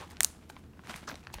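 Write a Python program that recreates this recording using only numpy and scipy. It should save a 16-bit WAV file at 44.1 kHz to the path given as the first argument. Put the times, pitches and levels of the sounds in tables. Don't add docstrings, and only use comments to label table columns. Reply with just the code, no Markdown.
import sys
import numpy as np
from scipy import signal
from scipy.io import wavfile

SR = 44100
rng = np.random.default_rng(int(sys.argv[2]) if len(sys.argv) > 2 else 0)


def bounce(signal):
    frames = np.transpose(np.atleast_2d(signal))
    limited = np.clip(frames, -1, 1)
    pcm = np.round(limited * 32767).astype(np.int16)
    wavfile.write(sys.argv[1], SR, pcm)


def nominal_scale(level):
    x = np.asarray(level, float) / 20
    return 10 ** x


N = 61739
CUTOFF_HZ, RUMBLE_CUT_HZ = 16500, 32

# frequency in Hz, density in dB per Hz.
AIR_SPECTRUM = [(15, -40), (25, -9), (146, -7.5), (259, -8.5), (457, -23), (706, -36), (1250, -35.5),
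                (14800, -48), (16500, -64)]
AIR_DB, PATCHY_DB = -54.5, 0.5
HUM_HZ, HUM_WIDTH_HZ, HUM_DB, HUM_WAVER_DB = 77.38, 3, -58.5, 3

# time in seconds, crinkle level in dB, brightness in dB per octave.
HANDLING = [(0, -48, -3.5), (0.027, -43.5, -4), (0.067, -59, -3.5), (.108, -53, -2.5), (.14, -58, -4.5),
            (.48, -62, -4), (0.601, -63, -2.5), (.72, -64, -9), (0.848, -58, -2.5), (0.904, -41.5, -2.5),
            (0.929, -53.5, -1.5), (0.963, -45, -1.5), (0.998, -57, -1.5), (1.068, -61.5, -2),
            (1.079, -43, -8), (1.124, -50, -5), (1.201, -61.5, -2), (1.31, -56.5, -7.5)]
# frequency in Hz, gain in dB.
FILM_COLOUR = [(250, -17), (800, 1), (1500, 0), (3000, -1), (6000, -6), (9000, -6), (15000, -20)]
GRAINS_PER_S, GRAIN_SPREAD_DB, CLUMP_DB = 1500, 4.2, 4.5
GRAIN_CYCLES = 5.22
OWN_SHARE = .55

# start in seconds, length in seconds, level in dB,
# centre in Hz, width in Hz.
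RUBS = [(0.0027, 0.059, -52, 1050, 580), (0.099, 0.022, -58.5, 7900, 9000), (0.49, 0.022, -53, 7100, 12500),
        (0.887, 0.039, -53, 740, 115), (.955, 0.019, -48.5, 8500, 8900), (1.071, 0.047, -49.5, 5600, 3100),
        (1.073, 0.046, -47, 1490, 930), (0.938, 0.0031, -44, 2800, 3600), (1.018, 0.031, -59.5, 2600, 7700),
        (0.58, 0.029, -74, 8860, 9000), (1.326, 0.0057, -50, 7000, 4000),
        (1.334, 0.014, -45.5, 5800, 18000), (1.349, 0.13, -55.5, 2500, 5800),
        (1.075, 0.057, -62, 13000, 6700), (0.931, 0.016, -50, 3000, 4000)]
RUB_EDGE_S, RUB_GRIT_DB = .004, 5

# start in seconds, level in dB.
CREASES = [(.1695, -35), (.4995, -32), (.5657, -37), (.7930, -39.5), (.9417, -29), (1.0969, -29),
           (1.1556, -32), (1.2706, -30), (1.3015, -41), (1.3402, -29), (1.3850, -33.5)]
# frequency in Hz, width in Hz, level in dB.
CREASE_MODES = [
    [(1590, 130, 0), (2700, 810, -4), (4190, 690, 0), (5480, 470, -6)],
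    [(870, 90, 0), (1560, 160, -1), (2430, 260, -11), (3060, 290, -13), (3900, 330, -17)],
    [(1040, 130, 0), (2280, 250, -8), (3260, 450, -14)],
    [(1080, 100, 0), (1520, 360, -3), (2540, 210, -18)],
    [(970, 150, -3), (2150, 350, 0), (2710, 990, -11)],
    [(1180, 260, -5), (1570, 130, 0), (2530, 900, -20), (4280, 720, -18)],
    [(2240, 410, -5), (4090, 410, 0), (5760, 620, -4), (7820, 1660, -10)],
    [(880, 120, -14), (1410, 110, -2), (1720, 330, 0), (2570, 370, -2), (4310, 470, -12)],
    [(1110, 580, -5), (1700, 340, 0)],
    [(900, 160, 0), (2600, 220, -6), (4400, 600, -15)],
    [(570, 100, 0), (1010, 410, -4), (1850, 240, -8), (2540, 480, -11), (3300, 290, -15)],
]
# start in seconds, level in dB, frequency in Hz, width in Hz.
BLIPS = [(.004, -40, 820, 300), (.005, -46, 2000, 500), (.0225, -37, 1010, 200), (.029, -40, 1120, 250),
         (.0375, -41, 1080, 250), (.092, -47, 870, 250), (.8995, -36, 730, 200), (.9595, -38, 1190, 300),
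         (1.028, -47, 800, 300), (1.0835, -35, 1620, 400), (1.092, -37, 1480, 400), (1.1155, -39, 620, 250),
         (1.1435, -40, 620, 250), (1.2305, -48, 2500, 700)]
CONTACT_HZ = 7000

# frequency in Hz, level in dB.
ECHO_COLOUR = [(400, -4.5), (1500, 1.5), (4000, -4), (9000, 0), (15000, 5.5)]
# frequency in Hz, time to fall 60 dB in seconds.
ECHO_T60 = [(400, .4), (2000, 0.24), (8000, 0.37), (15000, 0.12)]
ECHO_DB, FILM_SEND_DB, ECHO_GAP_S = -17, 2.5, .008
WALL_S, WALL_DB = .0081, -31.5

# start in seconds, level in dB, lowest mode in Hz, top in Hz,
# time to fall 60 dB in seconds.
TICKS = [(0.082, -55, 6500, 16000, .006), (.110, -41, 1800, 12000, .012), (.142, -54, 6000, 8000, .006),
         (0.1695, -45, 2320, 7500, .008), (.2445, -38, 2964, 14800, .005), (.385, -69, 1000, 2500, 0.016),
         (.501, -42, 840, 4250, 0.02), (0.567, -47, 1050, 4290, 0.035), (.631, -66, 2197, 4540, .01),
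         (.734, -51, 1700, 2450, 0.015), (.7945, -49, 1500, 2600, 0.014), (0.837, -45, 850, 2470, 0.017),
         (.853, -43.5, 1920, 4000, 0.004)]
# start in seconds, level in dB, lowest mode in Hz, top in Hz,
# time to fall 60 dB in seconds.
LIFT_FLIPS = [(.872, -35, 1310, 7200, 0.0085), (.896, -33, 1320, 8000, 0.021),
              (.901, -53, 760, 8900, 0.017), (.907, -33.5, 1510, 4800, 0.021),
              (.913, -38, 1820, 9000, 0.0055), (0.975, -40, 1700, 9000, .008),
              (1.008, -43, 1800, 6500, 0.012), (1.1065, -37, 4300, 6500, 0.006),
              (.917, -37, 1190, 7500, 0.0053), (0.9418, -40, 2160, 4800, 0.019),
              (.960, -34.5, 1470, 14200, 0.0078), (1.03, -43.5, 810, 4000, 0.025),
              (1.083, -43, 1620, 6100, .012), (1.099, -35, 1530, 9050, 0.014),
              (1.115, -32, 1620, 4700, .015), (1.142, -38, 2300, 6000, 0.011),
              (1.156, -42, 2240, 13800, 0.0053), (1.2495, -48, 2360, 4820, 0.007),
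              (1.2706, -41, 1460, 6500, 0.011), (1.3015, -52, 1120, 2500, 0.0106),
              (1.3323, -41, 4300, 7500, .006), (1.337, -44, 1820, 12100, 0.0081),
              (1.342, -40, 2600, 6500, 0.024), (1.386, -44, 825, 4020, 0.014)]
FILM_RATIOS = [1, 1.75, 2.7, 4.1, 6.3, 9.5, 14]
MODE_SCATTER, MODE_SCATTER_DB = .025, 1.5
FILM_CYCLES, FILM_TILT_DB, EDGE_DB = 4.6, -9, -26.5

SNAP_TIMES = [.20635, .23245, .24625]
# level in dB, rebound delay in seconds, rebound level in dB,
# rattle level in dB, level toward the room in dB.
SNAPS = [
    (-3.8, 0.00058, -11, -24, 1.5),
    (-6.5, .00023, -11, -22, -1.5),
    (-3.2, 0.00032, -11, -22.5, -3.5),
]
# frequency in Hz, width in Hz, level in dB.
RIB_MODES = [
    [(630, 130, -40), (2050, 400, -18), (2830, 550, -20), (4140, 750, -21), (5190, 1220, -16),
     (7630, 4600, -5), (9900, 1800, -5), (11310, 5270, 0), (13030, 3950, -5)],
    [(750, 160, -34), (1880, 690, -23), (2640, 480, -23), (3890, 800, -22), (6320, 1200, -7),
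     (8530, 1650, 0), (11670, 2900, -3)],
    [(880, 220, -36), (1530, 280, -31), (4240, 770, -13), (5880, 1140, -8), (7240, 1580, 0),
     (8320, 2620, 0), (13810, 2500, -13)],
]
RATTLE_T60_S, THIN_HZ = 0.017, 550
CRACK_HZ, CRACK_T60_S = 8000, .0003

# start in seconds, level in dB, frequency in Hz,
# time to fall 60 dB in seconds.
BUMPS = [
    (.89, -41.5, 213, 0.098),
    (0.947, -40, 170, 0.042),
    (1.03, -38.5, 207, 0.017),
    (1.127, -36, 263, 0.022),
    (1.357, -36, 54, 0.05),
]


def rms_one(x):
    return x / np.sqrt(np.mean(x ** 2) + 1e-20)


def at_hz(points, hz):
    table = np.array(points)
    return np.interp(np.log(hz), np.log(table[:, 0]), table[:, 1])


def drift(rate):
    r = np.exp(-2 * np.pi * rate / SR)
    noise = rng.standard_normal(N + 9000)
    return rms_one(signal.lfilter([1], [1, -2 * r, r * r], noise)[9000:])


def ring(push, hz, t60):
    r = nominal_scale(-60 / (t60 * SR))
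    w = 2 * np.pi * min(hz, SR / 2.2) / SR
    return signal.lfilter([0, np.sin(w)], [1, -2 * r * np.cos(w), r * r], push + 1e-18)


def thin(x, hz):
    return signal.sosfilt(signal.butter(3, hz, "high", fs=SR, output="sos"), x)


def add(out, s, x):
    i = int(s * SR)
    out[i:i + len(x)] += x[:N - i]


def bands(white):
    edges = 22 * 2 ** np.arange(0, 10, .5)
    result = []
    for k, (low, high) in enumerate(zip(edges, edges[1:])):
        sos = signal.butter(2, [low, high], "band", fs=SR, output="sos")
        result.append((np.sqrt(low * high), signal.sosfilt(sos, white[k % 2])))
    return result


def room_tone():
    white = rng.standard_normal((2, N + SR))
    air = sum(nominal_scale(at_hz(AIR_SPECTRUM, hz) + PATCHY_DB * drift(24)) * b[SR:] for hz, b in bands(white))
    hum_phase = 2 * np.pi * np.cumsum(HUM_HZ + HUM_WIDTH_HZ * drift(6)) / SR
    hum = nominal_scale(HUM_WAVER_DB * drift(12)) * np.sin(hum_phase)
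    return nominal_scale(AIR_DB) * rms_one(air) + nominal_scale(HUM_DB) * rms_one(hum)


def grains(clumps):
    sizes = nominal_scale(GRAIN_SPREAD_DB * np.minimum(rng.exponential(1, N), 4)) * rng.choice([-1, 1], N)
    return rms_one(sizes * (rng.random(N) < GRAINS_PER_S * clumps / SR))


def crinkle():
    s, level_db, bright_db = np.transpose(HANDLING)
    t = np.arange(N) / SR
    level_db, bright_db = np.interp(t, s, level_db), np.interp(t, s, bright_db)
    clumps = nominal_scale(CLUMP_DB * drift(60))
    shared, out = grains(clumps), 0
    for hz in np.geomspace(250, 15000, 24):
        common = np.sqrt(1 - OWN_SHARE) * shared * rng.standard_normal(N)
        push = common + np.sqrt(OWN_SHARE) * grains(clumps)
        gain = nominal_scale(level_db + at_hz(FILM_COLOUR, hz) + bright_db * np.log2(hz / 1000))
        t60 = GRAIN_CYCLES / np.sqrt(1000 * hz)
        out = out + ring(push * gain, hz, t60) * (hz / 1000) ** 0.67
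    return thin(out * 0.083, 200)


def rubs():
    out, t = np.zeros(N), np.arange(N) / SR
    for s, length_s, db, hz, width in RUBS:
        onset = (t - s) / RUB_EDGE_S
        release = 3.4 * (s + length_s - t) / length_s + 0.16
        shape = np.clip(np.minimum(onset, release), 0, 1)
        grit = rng.standard_normal(N) * nominal_scale(RUB_GRIT_DB * drift(250))
        body = ring(ring(grit, hz, 2.0 / width), hz, 2.0 / width)
        out += nominal_scale(db) * shape * rms_one(thin(body, hz / 2))
    return out


def creases():
    out, click = np.zeros(N), 1. * (np.arange(2500) == 0)
    push = signal.sosfilt(signal.butter(2, CONTACT_HZ, fs=SR, output="sos"), click)
    pops = [(s, db, modes) for (s, db), modes in zip(CREASES, CREASE_MODES)]
    blips = [(s, db, [(hz, width, 0)]) for s, db, hz, width in BLIPS]
    for s, db, modes in pops + blips:
        body = sum(nominal_scale(d) * width * ring(push, hz, 2.2 / width) for hz, width, d in modes)
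        body = thin(body, modes[0][0] / 2)
        add(out, s, nominal_scale(db) * body / np.abs(body).max())
    return out


def room_echo(x):
    t = np.arange(SR // 2) / SR
    white = rng.standard_normal((2, len(t)))
    echo = sum(nominal_scale(at_hz(ECHO_COLOUR, hz) - 60 * t / at_hz(ECHO_T60, hz)) * b for hz, b in bands(white))
    echo = echo * np.clip(t / ECHO_GAP_S, 0, 1) ** 8
    echo = nominal_scale(ECHO_DB) * echo / np.sqrt(np.sum(echo ** 2))
    echo[int(WALL_S * SR)] += nominal_scale(WALL_DB)
    return signal.fftconvolve(x, echo)[:N]


def ticks():
    out, t = np.zeros(N), np.arange(3000) / SR
    for s, db, low_hz, top_hz, t60 in TICKS + LIFT_FLIPS:
        push = nominal_scale(-60 * t / t60) * rng.standard_normal(len(t)) ** 3 * 0.041
        push[0] += 1
        body = np.zeros(len(t))
        scatter = rng.standard_normal((2, len(FILM_RATIOS)))
        for m, level_draw, pitch_draw in zip(FILM_RATIOS, *scatter):
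            if low_hz * m < CUTOFF_HZ:
                gain = nominal_scale(FILM_TILT_DB * np.log2(m) + MODE_SCATTER_DB * level_draw) * np.sqrt(m)
                hz = low_hz * m * (1 + MODE_SCATTER * pitch_draw)
                body += gain * ring(push, hz, FILM_CYCLES / (low_hz * np.sqrt(m)))
        body = thin(body, low_hz * .8)
        soft = signal.butter(3, min(top_hz, CUTOFF_HZ), fs=SR, output="sos")
        body = signal.sosfilt(soft, body) + nominal_scale(EDGE_DB) * body
        add(out, s, nominal_scale(db) * body / np.abs(body).max())
    return out


def snaps():
    near, far, t = np.zeros(N), np.zeros(N), np.arange(2000) / SR
    for s, (db, rebound_s, rebound_db, rattle_db, far_db), ribs in zip(SNAP_TIMES, SNAPS, RIB_MODES):
        push, body = np.zeros(len(t)), np.zeros(len(t))
        push[[0, int(rebound_s * SR), int(2 * rebound_s * SR)]] = nominal_scale(rebound_db * np.arange(3))
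        for k, (hz, width, d) in enumerate(ribs):
            body += (-1) ** k * nominal_scale(d) * ring(push, hz, 2.2 / max(width, hz / 5.5))
        rattle = ring(rng.standard_normal(len(t)), 9000, .00025)
        rattle = nominal_scale(rattle_db - 60 * t / RATTLE_T60_S) * rattle
        add(near, s, nominal_scale(db) * (body / np.abs(body).max() + rattle))
        add(far, s, nominal_scale(far_db) * ring(1. * (t == 0), CRACK_HZ, CRACK_T60_S))
    return thin(near, THIN_HZ), thin(far, THIN_HZ)


def bumps():
    out = np.zeros(N)
    push = np.concatenate([np.hanning(60), np.zeros(9000)])
    for s, db, hz, t60 in BUMPS:
        body = ring(push, hz, t60)
        add(out, s, nominal_scale(db) * body / np.abs(body).max())
    return out


def scene():
    film = crinkle() + rubs() + creases() + ticks()
    near, far = snaps()
    echo = room_echo(far + nominal_scale(FILM_SEND_DB) * film)
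    low = thin(bumps() + room_tone(), RUMBLE_CUT_HZ)
    return (near + film + echo + low)[None]


def top_cut(x):
    return signal.sosfilt(signal.butter(12, 16970, fs=SR, output="sos"), x)


def record(dry):
    low_pass = signal.cheby2(10, 60, CUTOFF_HZ + 600, fs=SR, output="sos")
    mix = signal.sosfilt(low_pass, dry)
    return top_cut(mix)


dry = scene()
out = record(dry)
bounce(out)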